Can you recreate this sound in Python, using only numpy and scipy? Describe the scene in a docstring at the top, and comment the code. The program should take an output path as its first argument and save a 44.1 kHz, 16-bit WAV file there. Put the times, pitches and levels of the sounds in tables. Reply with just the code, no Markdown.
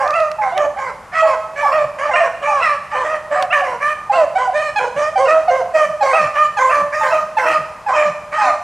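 """Three hounds follow a scent through snowy woodland, some way off, over a soft, steady outdoor rush.
They open almost together, vocal folds pulsing through their mouths, as twigs snap close by: one howls
on a level note, one cries on a falling note, one yelps in head voice and breaks into a hoarse chop.
Trunks scatter each call into a soft tail, and low grunts fall in between. At 3.4 s a louder twig cracks;
the pack bays on to the end, raspier as it runs out of the brush and a little to the left."""
import sys
import numpy as np
from scipy import signal
from scipy.fft import rfft, irfft, next_fast_len
from scipy.io import wavfile
from scipy.ndimage import uniform_filter1d, minimum_filter1d, map_coordinates

SR = 44100
rng = np.random.default_rng(int(sys.argv[2]) if len(sys.argv) > 2 else 0)


def wrap_up_sound(samples):
    """Save the sound to the file named by the first command line argument, as 16-bit audio."""
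    columns = np.atleast_2d(samples).T
    # keep every value between -1 and 1, then stretch to whole-number steps
    tamed = np.clip(columns, -1, 1)
    steps = np.round(tamed * 32767).astype(np.int16)
    wavfile.write(sys.argv[1], SR, steps)


N = 380583


def folds(pitch, harmonics_db, rough, waver=0.01093, jitter=0.0471, flutter_hz=400):
    """Self-sustained oscillation: harmonics and their phase; roughness varies cycle length and size."""
    n = len(pitch)
    drift = waver * (wobble(70, n) + .7 * wobble(170, n)) + jitter * rough * wobble(420, n)
    phase = 2 * np.pi * np.cumsum(pitch * (1 + drift)) / SR
    # period doubling: every other cycle is weaker in spells
    size = 1 + rough * (.32 * wobble(30, n) * np.cos(phase / 2) + .4 * wobble(300, n))
    out = np.zeros(n)
    for k, db in enumerate(harmonics_db, 1):
        chaos = np.minimum(rough * .24 * k ** 1.35, .97)
        clean = np.sqrt(1 - chaos ** 2) * np.sin(k * phase)
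        torn = wobble(flutter_hz, n) * np.sin(k * phase) + wobble(flutter_hz, n) * np.cos(k * phase)
        out += amp(db) * (clean + chaos * torn / np.sqrt(2))
    return np.sqrt(2) * size * out, phase


def hound(calls, mouth, release_s, settle_s, drop, catch, jaw_lag, fade_db, open_db, rasp_db):
    """Source-filter model: jaw and mouth weight the folds' harmonics. Returns voice and rasp."""
    track = np.zeros((2, N))
    # calls: t/s, length/s, attack/s, start f/Hz, held f/Hz, end f/Hz,
    # level/dB of three bands (fundamental, second, upper harmonics), fundamental swell/dB, roughness
    for onset, length, attack, start_hz, held_hz, end_hz, *levels_db, swell_db, rough in calls:
        t, progress, gate = envelope(length, attack, release_s)
        pitch = held_hz + (start_hz - held_hz) * np.exp(-t / settle_s)
        pitch += (end_hz - held_hz) * progress ** drop
        jaw = np.sin(np.pi * progress ** jaw_lag) - 2 / np.pi  # a lag above 1 opens it late
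        first, second, upper = [db + fade * (progress - .5) + wide * jaw
                                for db, fade, wide in zip(levels_db, fade_db, open_db)]
        first += swell_db * (progress - .5)
        overtones = [upper - 2 + along(mouth, k * pitch) for k in range(3, 8)]
        hoarseness = rough + catch * np.exp(-t / 0.05)
        voice, phase = folds(pitch, [first, second] + overtones, hoarseness)
        effort_db = 0.14 * first + 0.24 * second + 0.5 * upper
        add(track, onset, gate * np.array([voice, amp(effort_db + rasp_db) * throat_rasp(phase)]))
    return track


def howls():
    """Steady phonation: the first dog slides up to a level note near 600 Hz."""
    # level notes: columns as in hound
    calls = [ (0, .15, 0.017, 511, 603, 601, -26.5, -24, -32, -2, 0.3),
             (.56, 0.099, 0.018, 573.6, 593.3, 580, -16.5, -23, -27.5, 13, 0.32),
             (1.108, 0.15, 0.078, 579, 644, 642, -29.5, -16.5, -19.5, 7.5, 0.29),
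             (1.546, .14, 0.046, 537, 587.6, 540, -23.5, -27.5, -22.5, 1, 0.24),
             (1.978, 0.12, 0.016, 511, 588.7, 604, -22.5, -22.5, -27.5, 8, 0.31),
             (2.41, 0.21, 0.034, 546, 595.7, 487.5, -22.5, -19.5, -27, 1, 0.31),
             (2.895, 0.14, 0.036, 542, 605, 576, -35.5, -24.5, -29, 5, 0.34),
             (3.03, 0.14, 0.028, 617.3, 622, 607.5, -21.5, -25, -28, 5.5, 0.4),
             (3.296, 0.14, 0.036, 559.4, 602.3, 520, -20.5, -24, -28, -2, 0.54),
             (3.792, 0.14, 0.038, 497, 611.6, 606, -29.5, -20, -25, -2, 0.18),
             (4.52, 0.18, 0.053, 536.6, 615.5, 583.5, -20.5, -27.5, -24, -10.5, 0.12),
             (4.948, .145, 0.031, 510, 608, 625, -19, -23.5, -28.5, 0.5, 0.18),
             (5.73, 0.126, 0.032, 622, 617.2, 598, -12.5, -19, -24, -5.5, 0.17),
             (6.328, 0.138, 0.053, 541.6, 606.4, 604, -25.5, -16, -24.5, -5, 0.13),
             (6.912, 0.16, 0.03, 572.4, 616, 610, -28, -24.5, -25.5, 2, 0.26),
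             (8.305, 0.13, 0.039, 561, 623.6, 633, -29, -23, -26.5, -4, 0.52)]
    # mouth resonances: f/Hz, gain/dB
    mouth = [(1500, -6), (1820, 3), (2100, -6.5), (2450, -3), (3000, -17), (3600, -23), (5500, -36),
             (9000, -42)]
    return hound(calls, mouth, release_s=0.022, settle_s=.03, drop=5, catch=0.38, jaw_lag=1.53,
                 fade_db=[-4, 2, -6.5], open_db=[-0.5, 7.5, -0.5], rasp_db=-19)


def cries():
    """Frequency glide: the second dog's note falls from a high start, the jaw opening early."""
    # falling notes: columns as in hound
    calls = [ (.145, 0.14, 0.015, 710.6, 620, 618.5, -19, -21, -29, -5.5, 0.12),
             (1.218, 0.086, .012, 653.6, 635.4, 606, -12, -28, -27, -7.5, .25),
             (1.708, 0.14, 0.026, 604, 625, 575, -19, -21.5, -27, 12.5, 0.41),
             (2.152, 0.069, 0.01, 616, 596, 586, -22, -20.5, -18.5, -2, 0.28),
             (2.192, 0.047, 0.023, 691.6, 633, 605, -13.5, -31, -25.5, -7, 0.23),
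             (2.612, 0.15, 0.021, 728.5, 579, 570.5, -30, -18, -22.5, 11, 0.24),
             (3.518, 0.1, .014, 601, 579.4, 546, -24, -18.5, -21, 15, 0.45),
             (4.14, 0.11, .02, 738, 635, 545, -14.5, -28, -29, 6.5, 0.23),
             (5.27, 0.11, 0.022, 631, 633, 629, -14, -17, -23, 2, 0.37),
             (6.138, 0.14, 0.018, 664, 599, 600, -23, -19, -22.5, 0, 0.38),
             (6.69, .13, 0.048, 592.7, 585.8, 581.3, -23, -17.5, -23.5, 19, 0.41),
             (7.112, 0.12, 0.026, 658, 614.4, 606.6, -17.5, -21, -29.5, -7.5, 0.32),
             (7.442, 0.14, 0.049, 624.7, 624, 614.3, -17, -18, -20.5, -7, 0.52),
             (7.94, 0.16, 0.031, 610.6, 596, 595.6, -19, -20.5, -23.5, -2.5, 0.44),
             (8.43, 0.13, 0.016, 621.5, 611, 597, -24, -21.5, -29.5, 2.5, 0.42)]
    # mouth resonances: f/Hz, gain/dB
    mouth = [(1500, 10), (1820, 0.5), (2100, -3.5), (2450, -3), (2720, -2), (3000, -17), (3600, -22.5),
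             (5500, -25.5)]
    return hound(calls, mouth, release_s=0.01, settle_s=0.044, drop=3, catch=.08, jaw_lag=0.62,
                 fade_db=[0, 0, -11.5], open_db=[4, 4, 4], rasp_db=-20)


def chops():
    """Irregular phonation: the third dog's short, low, hoarse barks drop away at the end."""
    # barks: columns as in hound
    calls = [ (0, 0.066, 0.0017, 542.5, 519, 500, -22, -22, -27.5, -1, 0.36),
             (.405, 0.12, .025, 560, 520, 469, -31, -27, -27, -1, 0.54),
             (.762, .145, 0.044, 522, 548.4, 447, -27.5, -27, -25.5, 3, 0.54),
             (1.24, 0.11, 0.012, 570, 548.3, 482, -23, -18.5, -23, 8.5, 0.36),
             (1.64, 0.086, 0.014, 594, 566, 519, -25.5, -19.5, -29, 4.5, 0.46),
             (2.108, 0.088, 0.0071, 520, 525, 514, -23.5, -22, -27, -1, 0.31),
             (2.225, 0.054, 0.018, 564.4, 551, 466, -21, -24, -21.5, 1.5, 0.4),
             (2.935, 0.12, 0.021, 492, 531.6, 463, -21, -25.5, -32, -2, 0.55),
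             (3.632, 0.13, 0.015, 558, 507, 467, -22, -26.5, -30.5, 1, 0.63),
             (4.113, 0.11, 0.013, 534, 520, 485, -21, -21.5, -29, -7.5, 0.24),
             (4.376, 0.099, 0.0085, 485.7, 517, 488, -23.5, -21.5, -26, -5, 0.26),
             (4.785, 0.098, 0.023, 466.6, 510, 479, -16.5, -25.5, -29, 4, 0.58),
             (5.173, 0.11, .01, 498.4, 543.2, 474.6, -11, -22, -29, 2, 0.21),
             (5.496, .12, 0.017, 497, 538.6, 469, -12.5, -26, -29.5, -5, 0.27),
             (6.02, 0.13, .012, 579.5, 538, 478, -15, -21.5, -20, -4, 0.39),
             (6.577, 0.14, 0.02, 476, 538, 498, -19.5, -16.5, -25, 0.5, 0.23),
             (7.026, 0.098, 0.011, 571, 509.6, 487, -23.5, -21.5, -22.5, -5, 0.59),
             (7.381, 0.11, 0.0067, 526, 492, 478, -20, -23.5, -22.5, 1, .55),
             (7.877, 0.088, .012, 523, 520, 493, -26.5, -21, -28, -3, 0.62),
             (8.405, 0.093, 0.012, 524, 498.4, 495, -36.5, -23.5, -26.5, 1, 0.39)]
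    # mouth resonances: f/Hz, gain/dB
    mouth = [(1500, 0.5), (1820, -13.5), (2100, -1), (2450, -23), (3000, -30.5), (3600, -28.5),
             (5500, -24.5), (9000, -36)]
    return hound(calls, mouth, release_s=0.014, settle_s=.03, drop=4, catch=0.12, jaw_lag=0.99,
                 fade_db=[-0.5, 1.5, -10.5], open_db=[3.5, 8.5, -1], rasp_db=-20)


def yelps(arch=.02, rasp_db=-30):
    """Register break: at the edges of a chop the folds jump to a nearly pure head voice."""
    # arched glides: t/s, length/s, start f/Hz, end f/Hz, level/dB, overtone gain/dB
    notes = [ (0, 0.075, 852, 678, -23, -7), (0.382, .1, 872, 750, -20.5, -10),
             (0.518, 0.077, 690, 774, -21.5, -4), (.758, 0.037, 782, 830, -25.5, -9),
             (1.123, .025, 703, 706, -30, 5), (1.225, .032, 896, 812, -17.5, -8),
             (1.625, 0.037, 954, 768, -16.5, -15), (2.09, 0.025, 865, 790, -18.5, -17),
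             (2.468, 0.068, 881, 785, -20, -2), (2.922, .04, 882, 768, -23.5, -12),
             (3.355, 0.1, 724, 734, -22, -5), (3.613, .03, 744, 710, -18.5, -14),
             (4.093, 0.024, 832, 798, -13, -15), (4.351, 0.025, 716, 763, -14.5, 0.5),
             (4.471, .032, 778, 721, -17.5, -16), (4.756, .038, 824, 791, -17, 9.5),
             (5.154, .028, 757, 772, -12, -6), (5.477, .028, 749, 700, -9.5, -7),
             (5.609, .024, 774, 663, -18, -10), (6.005, 0.032, 868, 752, -14.5, -0.5),
             (6.127, 0.036, 746, 778, -19.5, -10), (6.566, 0.027, 866, 770, -19.5, 9),
             (7.007, 0.036, 880, 863, -17, 0.5), (7.366, 0.021, 885, 840, -11.5, 0.5),
             (7.86, 0.047, 853, 755, -18.5, -2), (8.377, .13, 886, 685, -17.5, -1)]
    # overtone envelope: f/Hz, level/dB
    timbre = [(1600, -14.5), (2400, -14), (3300, -28), (4100, -26), (5700, -27), (7000, -60.5)]
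    track = np.zeros((2, N))
    for onset, length, start_hz, end_hz, db, shrill_db in notes:
        _, progress, gate = envelope(length, attack=0.0091, release=0.0074)
        pitch = (start_hz + (end_hz - start_hz) * progress) * (1 + arch * np.sin(np.pi * progress))
        overtones = [shrill_db + along(timbre, k * pitch) for k in range(2, 9)]
        voice, phase = folds(pitch, [0] + overtones, rough=.1)
        rasp = amp(rasp_db + shrill_db) * throat_rasp(phase)
        add(track, onset, gate * amp(db) * np.array([voice, rasp]))
    return track


def scoops():
    """Formant resonance: sliding up into a cry, the second and fourth harmonics ring in the mouth."""
    # clean upward glides: t/s, length/s, start f/Hz, end f/Hz, level/dB
    glides = [(.128, 0.0354, 616.4, 686, -27), (1.711, .03, 622, 716, -30), (2.132, .024, 671, 709, -20),
              (2.596, 0.043, 601, 722, -27.5), (3.5, 0.03, 622, 738, -25), (4.125, 0.03, 628, 701, -26),
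              (5.252, 0.025, 670, 728, -29), (6.127, 0.032, 604, 661, -18), (6.687, 0.029, 590, 707, -26),
              (7.1, 0.0274, 614, 675, -27), (7.428, .028, 656, 670, -30), (7.929, 0.024, 620, 633, -24)]
    # mouth resonances: f/Hz, gain/dB
    mouth = [(650, 1), (1350, 1), (2000, -14.5), (2720, 3), (3400, -28.5), (5500, -18.5)]
    track = np.zeros(N)
    for onset, length, start_hz, end_hz, db in glides:
        _, progress, gate = envelope(length, attack=0.0097, release=0.015)
        pitch = start_hz + (end_hz - start_hz) * progress
        harmonics = [db + along(mouth, k * pitch) for k in range(1, 9)]
        add(track, onset, gate * folds(pitch, harmonics, rough=.04, waver=.003)[0])
    return track


def throat_rasp(phase, air_db=3):
    """Pulsed turbulence: air escapes once a cycle, over the high harmonics of the fold pulses."""
    k = np.arange(4, 25)[:, None]
    buzz = unit(np.sin(k * phase + rng.uniform(0, 2 * np.pi, k.shape)).sum(0))
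    puffs = unit((1 + np.cos(phase)) * rng.standard_normal(len(phase)))
    return unit(buzz + amp(air_db) * puffs)


def muzzle(voice):
    """Radiation: the calls' low notes leave the muzzle weakly."""
    # response: f/Hz, gain/dB
    radiation = [(100, -41.5), (230, -26), (315, -8), (400, -13.5), (490, -10), (600, 2), (3000, -1),
                 (12000, -21)]
    return coloured(voice, radiation)


def rasp_tone(rasp):
    """Spectral shaping of the rasp; the level of its highest hiss rises and falls."""
    # spectrum: f/Hz, gain/dB
    colour = [(2000, -17), (3000, 9), (3500, -5.5), (4100, 2), (5800, 3), (7200, 0.5), (9500, -7.5),
              (11200, -22.5), (13300, -22.5), (15500, -27.5)]
    # hiss above 10 kHz: t/s, gain/dB
    treble_db = [(0, 5.5), (1.2, -2), (1.699, 10), (2.3, -4.5), (3.1, -2), (3.599, 8), (4.4, -1.5),
                 (6, 3.5), (7.3, 8), (7.8, -1), (8.6, -8)]
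    rasp = coloured(rasp, colour)
    treble = filtered(rasp, lambda hz: np.interp(hz, [9000, 11500], [0, 1]))
    return rasp - treble + treble * amp(contours(treble_db)[0])


def grunts(overtone_db=-14):
    """Low-tension vibration: slack folds glide through a short, low note in uneven lumps."""
    # grunts and whines: t/s, length/s, start f/Hz, end f/Hz, level/dB, roughness
    notes = [(.51, 0.16, 345, 441, -44.5, .05), (1.81, .09, 163, 111, -47, .8),
             (4.18, 0.077, 330, 288, -46.5, .3), (4.94, 0.062, 230, 100, -42, .9),
             (5.29, 0.087, 330, 302, -39.5, .3), (5.84, 0.097, 238, 141, -46.5, .9),
             (6.18, .1, 259, 110, -38.5, .9), (6.77, 0.095, 344, 130, -41.5, 1),
             (7.19, .07, 277, 152, -47.5, 1), (7.48, 0.056, 350, 303, -38.5, .3),
             (7.56, .07, 231, 123.5, -42, .9), (8.04, .09, 260, 122.3, -42, .9),
             (8.419, 0.113, 260, 298, -45, 1.1)]
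    track = np.zeros(N)
    for onset, length, start_hz, end_hz, db, rough in notes:
        progress = np.linspace(0, 1, int(length * SR))
        pitch = start_hz * (end_hz / start_hz) ** progress
        growl = folds(pitch, [0, overtone_db], rough, flutter_hz=120)[0]
        swell = np.abs(np.sin(np.pi * progress ** 1.3)) ** .7
        lumps = unit(amp(2.5 * wobble(60, len(pitch))) * swell)
        add(track, onset, amp(db) * lumps * growl)
    return track


def swinging(x):
    """Directivity and interference: swinging heads and changing paths move spectral peaks and notches."""
    # spectral ripple: f/Hz, depth/dB
    depth = [(900, 0), (1400, .6), (1900, 2), (3000, 4), (12000, 5.5)]
    hz, _, spectra = signal.stft(x, SR, nperseg=512)
    ripple = uniform_filter1d(rng.standard_normal(spectra.shape), size=6, axis=0)
    ripple = unit(uniform_filter1d(ripple, size=12, axis=1))
    gain = amp(along(depth, hz)[:, None] * np.clip(ripple, -2, 2))
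    gain /= np.sqrt(np.mean(gain ** 2, axis=1, keepdims=True))
    return signal.istft(spectra * gain, SR, nperseg=512)[1][:N]


def woods(x, build_s=0.0062, near_db=2, near_t60=0.21, positions=16):
    """Scattering: near trunks answer at once, far ones in a tail; the pattern changes as the dogs run."""
    # reverberation time: f/Hz, t60/s
    far_t60 = [(150, 0.25), (600, 0.9), (1300, 0.77), (2500, 0.8), (5000, 1), (12000, 0.97)]
    out, hop = np.zeros(N), N / (positions - 1)
    for i in range(positions):
        hz, t, spectra = signal.stft(rng.standard_normal(SR), SR, nperseg=256)
        fade = amp(-60 * t / along(far_t60, hz)[:, None]) + amp(near_db - 60 * t / near_t60)
        tail = signal.istft(spectra * fade * (1 - np.exp(-t / build_s)), SR, nperseg=256)[1]
        tail /= np.sqrt(np.mean(np.abs(rfft(tail, SR)[500:2000]) ** 2))  # unit gain at 500-2000 Hz
        span = np.arange(max(int((i - 1) * hop), 0), min(int((i + 1) * hop), N))
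        crossfade = np.cos(np.pi / 2 * (span / hop - i))
        add(out, span[0] / SR, signal.fftconvolve(x[span] * crossfade, tail))
    return out


def twigs(gain_db=-3, t60=0.01, splinter_db=-22, splinter_t60=0.078):
    """Brittle fracture: a dry twig cracks in a broadband burst and its splinters settle."""
    # cracks: t/s, level/dB
    snaps = [(0.0775, -20.5), (0.107, -19), (0.14, -22), (0.202, -22), (0.3157, -18.5), (0.5782, -15),
             (3.4252, -9.5), (3.433, -28)]
    track, t = np.zeros(N), np.arange(SR // 10) / SR
    for onset, db in snaps:
        fade = amp(-60 * t / t60) + amp(splinter_db - 60 * t / splinter_t60)
        add(track, onset, amp(db + gain_db) * fade * rng.standard_normal(len(t)))
    return coloured(track, [(400, -7), (1500, 10), (4500, 4.0), (7000, -4), (15000, -22.5)])


def still_air():
    """Ambient noise: a soft, steady rush around 1 kHz, a little rumble beneath and a faint, wide hiss."""
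    # outdoor spectrum: f/Hz, density level/dB
    rush = [(20, -24.5), (40, -1), (65, 1), (100, -0.5), (170, 1), (300, -9.5), (1000, 5), (3500, -20.5),
            (7000, -22.5), (10000, -25.5), (13000, -35.5), (16000, -54.5)]
    hiss = [(50, 10.5), (500, -4), (8000, -17), (11000, -10), (14000, -28.5)]
    return amp(-39) * noise(rush) * amp([[.8], [-.8]]) + amp(-59.5) * np.array([noise(hiss), noise(hiss)])


def amp(db):
    """Decibels to gain."""
    return 10 ** (np.asarray(db) / 20)


def unit(x):
    """Normalisation to rms 1."""
    return x / np.sqrt(np.mean(x ** 2) + 1e-20)


def along(points, hz):
    """Interpolation of (f/Hz, value) points on a log axis."""
    f, values = np.transpose(points)
    return np.interp(np.log(hz + 1), np.log(f + 1), values)


def contours(points):
    """Interpolation of (t/s, values...) rows, one curve a value column."""
    times, *columns = np.transpose(points)
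    return [np.interp(np.arange(N) / SR, times, column) for column in columns]


def filtered(x, response):
    """Zero-phase filtering by a function of frequency."""
    n = x.shape[-1]
    padded = next_fast_len(n + 8192)
    return irfft(rfft(x, padded) * response(np.fft.rfftfreq(padded, 1 / SR)), padded)[..., :n]


def coloured(x, spectrum):
    """Spectral shaping by (f/Hz, gain/dB) points."""
    return filtered(x, lambda hz: amp(along(spectrum, hz)))


def noise(spectrum):
    """Coloured noise of rms 1."""
    return unit(coloured(rng.standard_normal(N), spectrum))


def wobble(rate, n):
    """Smooth random modulation: n samples, rate knots a second."""
    return map_coordinates(rng.standard_normal(1024), [np.arange(n) * rate / SR], mode="wrap")


def add(track, onset, x):
    """Superposition of x on the track from onset/s."""
    part = track[..., max(round(onset * SR), 0):][..., :x.shape[-1]]
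    part += x[..., :part.shape[-1]]


def envelope(length, attack, release):
    """Amplitude envelope of a call: t/s, progress 0-1 and the attack-hold-release gate."""
    t = np.arange(0, length + release, 1 / SR)
    rise = np.sin(np.pi / 2 * np.clip(t / attack, 0, 1)) ** 2
    fall = np.clip((length + release - t) / release, 0, 1) ** 2
    return t, np.minimum(t / length, 1), rise * fall


def scene():
    """Superposition in mid-side stereo: the pack, its echo, the twigs and the still air."""
    # the run out of the brush and leftward: t/s, rasp gain/dB, left minus right/dB
    path = [(0, -1.5, -2.9), (3.001, 0.5, -2), (5, 2.5, -2.5), (8.63, 2.5, -1.5)]
    clear_db, pan_db = contours(path)
    voice, rasp = howls() + cries() + chops() + yelps()
    dogs = swinging(muzzle(voice + scoops()) + rasp_tone(rasp * amp(clear_db))) + grunts()
    mid = dogs + amp(-5.5) * woods(dogs) + twigs()
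    # the echo is wide only in the treble
    side = coloured(woods(dogs, positions=3), [(600, -39.5), (2500, -42.5), (5000, -18.5), (9000, -7.5)])
    return mid * amp([pan_db / 2, -pan_db / 2]) + np.array([side, -side]) + still_air()


def record(dry, ceiling=.85, top_hz=15700):
    """Peak limiting holds the loudest barks down; a low-pass sets the band limit."""
    needed = np.minimum(1, ceiling / (np.abs(dry).max(0) + 1e-9))
    gain = uniform_filter1d(minimum_filter1d(needed, size=700), size=500)
    return filtered(dry * gain, lambda hz: hz < top_hz)


dry = scene()
out = record(dry)
wrap_up_sound(out)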